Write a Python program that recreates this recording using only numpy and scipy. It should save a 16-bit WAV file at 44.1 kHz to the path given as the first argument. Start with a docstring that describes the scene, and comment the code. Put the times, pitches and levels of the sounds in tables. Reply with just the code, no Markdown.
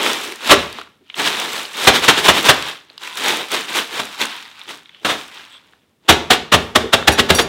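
"""Crackers crushed in a plastic bag on a kitchen counter, close to the microphone.
The bag is pressed, turned, shaken, dropped, then pounded with a fist, faster and faster.
Each blow is a burst of fractures and thumps the counter; the loudest clip the recorder.
Sliding pieces rustle, the film crinkles and scrapes, late blows rattle something of metal.
Behind: short kitchen reflections and a faint hush."""
import sys
import numpy as np
from scipy import signal
from scipy.fft import rfft, irfft
from scipy.io import wavfile
from scipy.ndimage import uniform_filter1d

SR = 44100
rng = np.random.default_rng(int(sys.argv[2]) if len(sys.argv) > 2 else 0)


def waveform_to_disk(signal):
    """Save audio, clipped to [-1, 1], as 16-bit WAV at the path in sys.argv[1]."""
    frames = np.transpose(np.atleast_2d(signal))
    scaled = np.clip(frames, -1, 1) * 32767
    samples = np.round(scaled).astype(np.int16)
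    wavfile.write(sys.argv[1], SR, samples)


N = 330132
TIME = np.arange(N) / SR

# blows on the bag: peak t/s, crunch level/dB, rise/s, fall/s, thump level/dB
BAG_BLOWS = [(.501, -11, .008, .0077, -44), (0.519, 2.5, .013, 0.016, -15.5),
             (1.876, 4, 0.0036, 0.016, -19), (2.088, 0, 0.0068, 0.019, -24), (2.289, 0, 0.0063, 0.017, -22),
             (2.496, 2, 0.0084, 0.014, -25.5), (3.999, -15, 0.004, 0.0095, -44.5),
             (5.050, -14, 0.0026, 0.045, -37.5), (5.102, -16, .015, 0.041, -46),
             (6.098, 3.5, 0.0084, 0.013, -16.5), (6.126, -12, .005, 0.014, -33),
             (6.309, -1, 0.0046, 0.017, -25), (6.333, -10, 0.0075, 0.018, -40),
             (6.526, -6, 0.0053, .011, -18.5), (6.544, -3, 0.011, 0.012, -20),
             (6.761, -.5, 0.0059, 0.0073, -19), (6.94, -1.5, 0.0085, 0.0086, -19.5),
             (7.083, 1.5, .0064, 0.0062, -15), (7.2, -5.5, 0.015, 0.0089, -21.5),
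             (7.298, -14, 0.0079, .006, -23.5), (7.306, 3, 0.0033, 0.0034, -15),
             (7.395, -6.5, 0.0099, 0.014, -19.5)]
# counter modes: f/Hz, width/Hz, relative level/dB
COUNTER_MODES = [(80, 18, -3), (101, 44, -8), (165, 49, -3.5), (241.3, 17, -6), (388, 120, 4.5)]
# bag lifted, turned, laid down: peak t/s, level/dB, rise/s, fall/s, heap/dB rel, fizz/dB rel
BAG_SLIDES = [(0.0, -19, .05, 0.045, -1, -18), (.068, -17.5, 0.056, 0.11, -3, -8.5),
              (.25, -29, .04, 0.072, -4.5, -6.5), (.5, -18, .055, .04, -4.5, -10),
              (.6, -29, 0.026, 0.087, -10, -10), (.8, -35, 0.093, .028, -7.5, -16.5),
              (1.13, -51.5, 0.062, .03, -12, -22.5), (1.2, -18.5, 0.023, 0.11, -3.5, -10),
              (1.34, -25.5, 0.05, .05, -13, -10), (1.42, -23.5, 0.12, .13, -3, -9),
              (1.585, -24.5, 0.088, 0.059, -6.5, -7), (1.855, -18.5, 0.082, .04, -5, -8),
              (2.14, -21, 0.078, .04, -14, -12), (2.38, -15.5, 0.05, .035, -2.5, -8.5),
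              (2.6, -25.5, 0.15, 0.045, -8, -11), (2.69, -25, 0.067, .045, -7.5, -12),
              (2.95, -51.5, 0.11, 0.099, -3.5, -14), (3.04, -31, 0.027, 0.15, -10.5, -10),
              (3.178, -28.5, .008, .04, -15, -6), (3.292, -16.5, 0.08, .085, -4.5, -9),
              (3.405, -28, 0.032, 0.028, 2, -16), (4.145, -33, .04, 0.037, -24, -10),
              (4.31, -29.5, 0.038, 0.13, -14, -13), (4.6, -40.5, 0.044, .13, -15, -15),
              (4.97, -53, 0.105, 0.15, -7, -15), (5.04, -46, .02, 0.0075, 4, -8),
              (5.2, -34, 0.046, 0.062, -6, -7.5), (5.385, -37.5, .11, .11, -11, -13.5),
              (5.55, -47, .04, .05, -8, -15.5), (5.69, -58, 0.066, 0.14, -1, -11),
              (6.07, -51.5, 0.028, .01, 3, -12)]
# finger squeezes: peak t/s, level/dB
BAG_SQUEEZES = [(1.272, -16), (1.96, -12.5), (2.048, -14.5), (2.19, -15), (2.264, -12), (2.468, -12)]
# every squeeze: rise/s, fall/s, heap/dB rel, fizz/dB rel
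SQUEEZE_SHAPE = (0.0243, 0.0264, -4, -9)
# bag shaken, heap falls back: peak t/s, level/dB, rise/s, fall/s
BAG_SHAKES = [(3.54, -17.5, .026, 0.065), (3.705, -26, 0.027, 0.026), (3.78, -16, .04, 0.039),
              (3.975, -24.5, 0.066, 0.089), (4.22, -18, .024, .032), (4.703, -30.5, 0.02, .048)]
# every shake: heap/dB rel, fizz/dB rel
SHAKE_BALANCE = (-5.5, -9.5)
# single snaps of film or cracker: t/s, peak level/dB, f/Hz, tick/dB rel
SINGLE_SNAPS = [(0.062, -6, 1780, -14.5), (0.3, -23, 2390, -13.5), (.321, -16, 2230, -6.5),
                (.727, -24, 3590, -2), (0.785, -17, 1110, -30), (.786, -28.5, 450, -30),
                (.813, -21, 1630, -17), (0.871, -35, 1210, -34), (1.099, -17.5, 3100, -35),
                (1.142, -16.5, 2980, -38), (1.652, -17, 3720, -27), (2.624, -14, 3600, -3),
                (2.899, -26, 3430, -23), (2.904, -41, 398, -29), (2.978, -19, 3760, -17),
                (3.034, -19, 3210, -6), (3.074, -15.5, 2280, -8), (3.172, -10.5, 3310, -4),
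                (3.37, -10.5, 2990, -3), (3.608, -18, 2100, 0), (4.214, -4.5, 3300, -26),
                (4.223, -10, 2410, -25), (4.25, -14, 1170, -32), (4.593, -28, 2380, -5),
                (4.614, -21.5, 3030, -35), (4.691, -22, 2530, -14), (4.857, -30, 3100, -33),
                (4.892, -30, 2810, -22), (4.946, -29.5, 2680, -24), (5.345, -33, 2560, 0),
                (5.395, -27, 1570, -23), (5.733, -38, 1190, -25.5), (7.025, -14, 1440, -29)]
# bag rubs and drags: centre t/s, length/s, level/dB, f/Hz, width/Hz
BAG_SCRAPES = [(.30, .10, -36.5, 373, 156), (1.019, 0.043, -54.5, 343, 151),
               (1.095, .10, -56.5, 3070, 1203), (3.123, 0.28, -41.5, 985, 55), (3.3, 0.19, -30, 870, 160),
               (3.942, .06, -42, 380, 150), (4.716, 0.16, -47.5, 335, 130.2), (4.977, 0.19, -52, 3160, 697),
               (5.547, 0.11, -45.5, 3400, 500), (5.535, 0.12, -60, 8100, 496), (6.848, 0.06, -24, 406, 160)]
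# jolts of the metal: peak t/s, level/dB, 1/e half-width/s
METAL_JOLTS = [(7.122, -31, .008), (7.132, -25, .012), (7.351, -17, 0.0046), (7.367, -22, 0.014),
               (7.388, -30, 0.01), (7.417, -26, 0.011)]
# metal modes: f/Hz, relative level/dB
METAL_MODES = [(4630, 4), (5795, 2.5), (6830, -5), (7880, -11), (8800, -1), (9340, -7), (10200, -1),
               (10480, -7), (11300, -15), (12250, -13), (14950, -16)]
# spectral shapes: f/Hz, relative level/dB
CRUNCH_SPECTRUM = [(30, -24), (90, -10.5), (220, -1.5), (400, 3.5), (560, -0.5), (760, 4), (1050, 2),
                   (1500, 3), (2300, -0.5), (3600, 2.5), (4600, -8), (8000, -14), (11000, -19.5),
                   (16000, -27)]  # breaking crackers
PIECE_SPECTRUM = [(100, -39.5), (550, -17.5), (900, 2), (1400, 3.5), (2200, 3.5), (3000, 5), (3700, 5.5),
                  (4200, -1), (4700, -4.5), (6000, -16), (9000, -26.5), (16000, -65)]  # loose pieces
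HEAP_SPECTRUM = [(30, -40.5), (90, -16), (145, -8.5), (230, 0), (400, 5), (650, 0.5), (950, -1.5),
                 (1500, -29), (3000, -60)]  # heap as a whole
FIZZ_SPECTRUM = [(1000, -39), (3500, -12.5), (5500, 4.5), (8300, 3.5), (10500, -2), (16000, -6)]  # crumbs and film
HUSH_SPECTRUM = [(30, -13.5), (90, -0.5), (210, 1.5), (450, -4.5), (800, -12.5), (2400, -19), (6000, -24.5),
                 (16000, -28)]  # quiet kitchen
# room decay: f/Hz, T60/s
ROOM_T60 = [(60, 0.21), (160, 0.56), (420, 0.25), (1100, 0.45), (3000, 0.43), (8000, 0.37), (16000, 0.16)]
# room return: f/Hz, level/dB
ROOM_RETURN = [(60, -3), (400, 4.5), (1200, -4), (3500, -4), (6000, -4.5), (16000, -22.5)]


def crunches(settle_db=-20, settle_s=0.049):
    """A blow breaks many crackers at once; the pieces then settle."""
    power = np.zeros(N)
    t = np.arange(-SR // 10, SR // 2) / SR
    before, after = np.minimum(t, 0), np.maximum(t, 0)
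    for peak_s, level_db, rise_s, fall_s, _ in BAG_BLOWS:
        burst = np.exp(-(before / rise_s) ** 2 - (after / fall_s) ** 1.25)
        settle = amp(settle_db) * np.exp(before / 0.0039 - after / settle_s)
        add(power, peak_s + t[0], amp(level_db) ** 2 * (burst ** 2 + settle ** 2))
    breaks = impulses(per_s=14000, spread_db=3, window_samples=400)
    return colour(breaks * np.sqrt(power), CRUNCH_SPECTRUM)


def thumps(attack_s=0.00067, push_s=0.0092, shudder_db=-15, shudder_s=0.08, gain_db=1.5):
    """The collapsing heap pushes unevenly on the counter, which booms and shudders."""
    envelope, t = np.zeros(N), TIME[:SR // 2]
    for start_s, *_, level_db in BAG_BLOWS:
        push = np.exp(-t / push_s) + amp(shudder_db) * np.exp(-t / shudder_s)
        add(envelope, start_s, amp(level_db) * push * (1 - np.exp(-t / attack_s)))
    force = envelope * rng.standard_normal(N)
    return sum(amp(db + gain_db) * mode(force, hz, width_hz) for hz, width_hz, db in COUNTER_MODES)


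def movement_gains(crest_s=0.0036, onset_power=1.5, heap_power=1.21):
    """Gains of pieces, heap and fizz: movements swell, die away and add in power."""
    squeezes = [(*row, *SQUEEZE_SHAPE) for row in BAG_SQUEEZES]
    shakes = [(*row, *SHAKE_BALANCE) for row in BAG_SHAKES]
    t, power = TIME[::40], 0
    for peak_s, level_db, rise_s, fall_s, heap_db, fizz_db in BAG_SLIDES + squeezes + shakes:
        away_s = abs(np.hypot(t - peak_s, crest_s) - crest_s)  # rounded crest
        swell = np.exp(-np.where(t < peak_s, (away_s / rise_s) ** onset_power, away_s / fall_s))
        heap = amp(heap_db) * swell ** heap_power  # swells later, dies sooner than loose pieces
        gains = amp(level_db) * np.array([swell, heap, amp(fizz_db) * swell])
        power = power + gains ** 2
    return [np.interp(TIME, t, np.sqrt(p)) for p in power]


def ringing_pieces(hits, decay_at_1khz_s=0.0014, ring_share=0.39, count=24):
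    """Each impulse hits one small piece, which rings a few cycles at its own pitch."""
    struck = rng.integers(0, count, N)
    rings, t = np.zeros(N), TIME[:SR // 100]
    for piece, hz in enumerate(np.geomspace(700, 12000, count)):
        decay_s = decay_at_1khz_s * np.sqrt(1000 / hz)
        ring = unit(np.sin(2 * np.pi * hz * t) * np.exp(-t / decay_s)) * np.sqrt(hz)
        rings += signal.oaconvolve(hits * (struck == piece), ring)[:N]
    return np.sqrt(1 - ring_share) * hits + np.sqrt(ring_share) * unit(rings) * hits.std()


def rustle(knock_db=-2.5, heap_db=-4.5, fizz_db=-0.5, crease_s=0.00066):
    """Pieces slide and knock; the heap adds weight, crumbs and film add fizz."""
    piece_gain, heap_gain, fizz_gain = movement_gains()
    bustle = np.clip(piece_gain / amp(-19.5), 0.03, 2) ** 0.4  # gentle handling: fewer contacts
    knocks = ringing_pieces(impulses(per_s=8000 * bustle, spread_db=3, cap=4.3))
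    heap = unit(knocks + 2 * impulses(per_s=3800, spread_db=3.5))
    # a crease gives way in a brief flurry of slips
    creases = impulses(per_s=100, spread_db=7.5, window_samples=9000)
    flurry_power = signal.lfilter([1], [1, -np.exp(-1 / (crease_s * SR))], creases ** 2)
    film = impulses(per_s=6000 * bustle, spread_db=1)
    film += 0.81 * unit(np.sqrt(flurry_power) * rng.standard_normal(N))
    return (colour(knocks * piece_gain * amp(knock_db), PIECE_SPECTRUM)
            + colour(heap * heap_gain * amp(heap_db), HEAP_SPECTRUM)
            + colour(unit(knocks + film) * fizz_gain * amp(fizz_db), FIZZ_SPECTRUM))


def snaps(pieces_db=-7, band_ratio=1.27, crack_s=0.002):
    """A crease buckles or a cracker snaps: the crack rings its patch and nearby pieces, and ticks."""
    out, t = np.zeros(N), TIME[:SR // 40]
    for start_s, peak_db, hz, tick_db in SINGLE_SNAPS:
        crack = np.sign(rng.standard_normal(len(t))) * np.exp(-t / crack_s)
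        band_hz = np.clip([hz / band_ratio - 200, hz * band_ratio + 200], 200, 5200)
        ring = signal.sosfilt(signal.butter(6, band_hz, "bandpass", fs=SR, output="sos"), crack)
        tick = np.convolve(crack, click(FIZZ_SPECTRUM))[:len(t)]
        pieces = np.convolve(crack, click(PIECE_SPECTRUM))[:len(t)]
        snap = unit(ring) + amp(pieces_db) * unit(pieces) + amp(tick_db) * unit(tick)
        add(out, start_s + 0.0005, amp(peak_db) * snap / abs(snap).max())
    return out


def scrapes():
    """Quick slips of the film excite one resonance per stroke."""
    out, slips = np.zeros(N), impulses(per_s=4800, spread_db=-1)
    for centre_s, length_s, level_db, hz, width_hz in BAG_SCRAPES:
        stroke = slips[round(centre_s * SR):][:round(length_s * SR)]
        note = unit(resonate(resonate(stroke, hz, width_hz), hz, width_hz))
        fade = signal.windows.tukey(len(note), 0.7)
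        add(out, centre_s - length_s / 2, amp(level_db) * note * fade)
    return out


def rattle(width_hz=35, contact_db=-7):
    """Jolted metal on the counter: tiny bounces tick and ring its high modes."""
    envelope = sum(amp(db) * np.exp(-((TIME - peak_s) / half_width_s) ** 2)
                   for peak_s, db, half_width_s in METAL_JOLTS)
    bounces = envelope * impulses(per_s=1800, spread_db=4, window_samples=400)
    ring = sum(amp(db) * mode(bounces, hz, width_hz) for hz, db in METAL_MODES)
    ring /= np.linalg.norm([amp(db) for _, db in METAL_MODES])  # modes share the energy
    return ring + amp(contact_db) * colour(bounces, FIZZ_SPECTRUM)


def reflections(x, gap_s=0.0096, per_s=5000):
    """Dense echoes off counter, cupboards and walls; the treble dies first."""
    size = SR * 3 // 4
    taps = rng.choice([-1., 1.], size) * (rng.random(size) < per_s / SR) * (TIME[:size] > gap_s)
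    hz, t, bands = signal.stft(taps, SR, nperseg=256)
    decay = amp(-60 * t / lookup(ROOM_T60, hz)[:, None])
    tail = signal.istft(bands * decay, SR, nperseg=256)[1]
    return_gain = amp(lookup(ROOM_RETURN, np.fft.rfftfreq(len(tail), 1 / SR)))
    response = irfft(rfft(tail) / np.linalg.norm(tail) * return_gain)
    return signal.oaconvolve(x, response)[:N]


def hush(level_db=-63):
    """Steady, dull noise of the quiet kitchen."""
    return amp(level_db) * colour(rng.standard_normal(N), HUSH_SPECTRUM)


def impulses(per_s, spread_db, cap=4.06, window_samples=2200):
    """Random impulses of uneven height, levelled to unit power over the window."""
    height = amp(spread_db * np.minimum(rng.exponential(1, N), cap))
    train = height * rng.choice([-1, 1], N) * (rng.random(N) < per_s / SR)
    local_power = abs(uniform_filter1d(train ** 2, window_samples))
    return train / np.sqrt(local_power + 1e-6)


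def click(spectrum, size=2048):
    """Minimum-phase click with this spectrum, unit energy."""
    hz = abs(np.fft.fftfreq(size, 1 / SR))
    log_gain = np.log(amp(lookup(spectrum, hz)))
    wave = np.fft.ifft(np.exp(np.conj(signal.hilbert(log_gain)))).real[:size // 2]
    return wave / np.linalg.norm(wave)


def colour(x, spectrum):
    """Gives each impulse in x this spectrum."""
    return signal.oaconvolve(x, click(spectrum))[:N]


def resonate(x, hz, width_hz):
    """Resonance, unit peak gain."""
    return signal.lfilter(*signal.iirpeak(hz, hz / width_hz, fs=SR), x)


def mode(force, hz, width_hz):
    """Resonance whose output power under noise does not depend on its width."""
    return resonate(force, hz, width_hz) * np.sqrt(SR / (np.pi * width_hz))


def amp(db):
    """dB to gain."""
    return 10 ** (np.asarray(db) / 20)


def unit(x):
    """Scales to unit rms."""
    return x / np.sqrt(np.mean(x ** 2) + 1e-20)


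def lookup(table, hz):
    """Interpolates over log frequency."""
    table_hz, values = np.transpose(table)
    return np.interp(np.log(hz + 1), np.log(table_hz + 1), values)


def add(mix, start_s, sound):
    """Mixes a sound in at start_s."""
    part = mix[max(round(start_s * SR), 0):][:len(sound)]
    part += sound[:len(part)]


def scene(drift_hz=0.6096):
    """Bag, counter and room, mono."""
    handling = rustle() + snaps() + scrapes()
    blows = crunches() + rattle() + thumps()
    # the bag moves: blows drift between two reflection patterns
    drift_rad = 2 * np.pi * drift_hz * TIME
    room = reflections(amp(-12.5) * handling + amp(-11.5) * blows * np.cos(drift_rad))
    room += reflections(amp(-11) * blows * np.sin(drift_rad))
    return (handling + blows + room + hush())[None]


def record(dry, low_cut_hz=50, band_limit_hz=15900):
    """Microphone low cut, clipping at full scale, band limit."""
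    low_cut = signal.butter(2, low_cut_hz, "highpass", fs=SR, output="sos")
    clipped = np.clip(signal.sosfilt(low_cut, dry), -1, 1)
    low_pass = signal.firwin(511, band_limit_hz, window=("kaiser", 8), fs=SR)
    return signal.oaconvolve(clipped, low_pass[None], "same")


dry = scene()
out = record(dry)
waveform_to_disk(out)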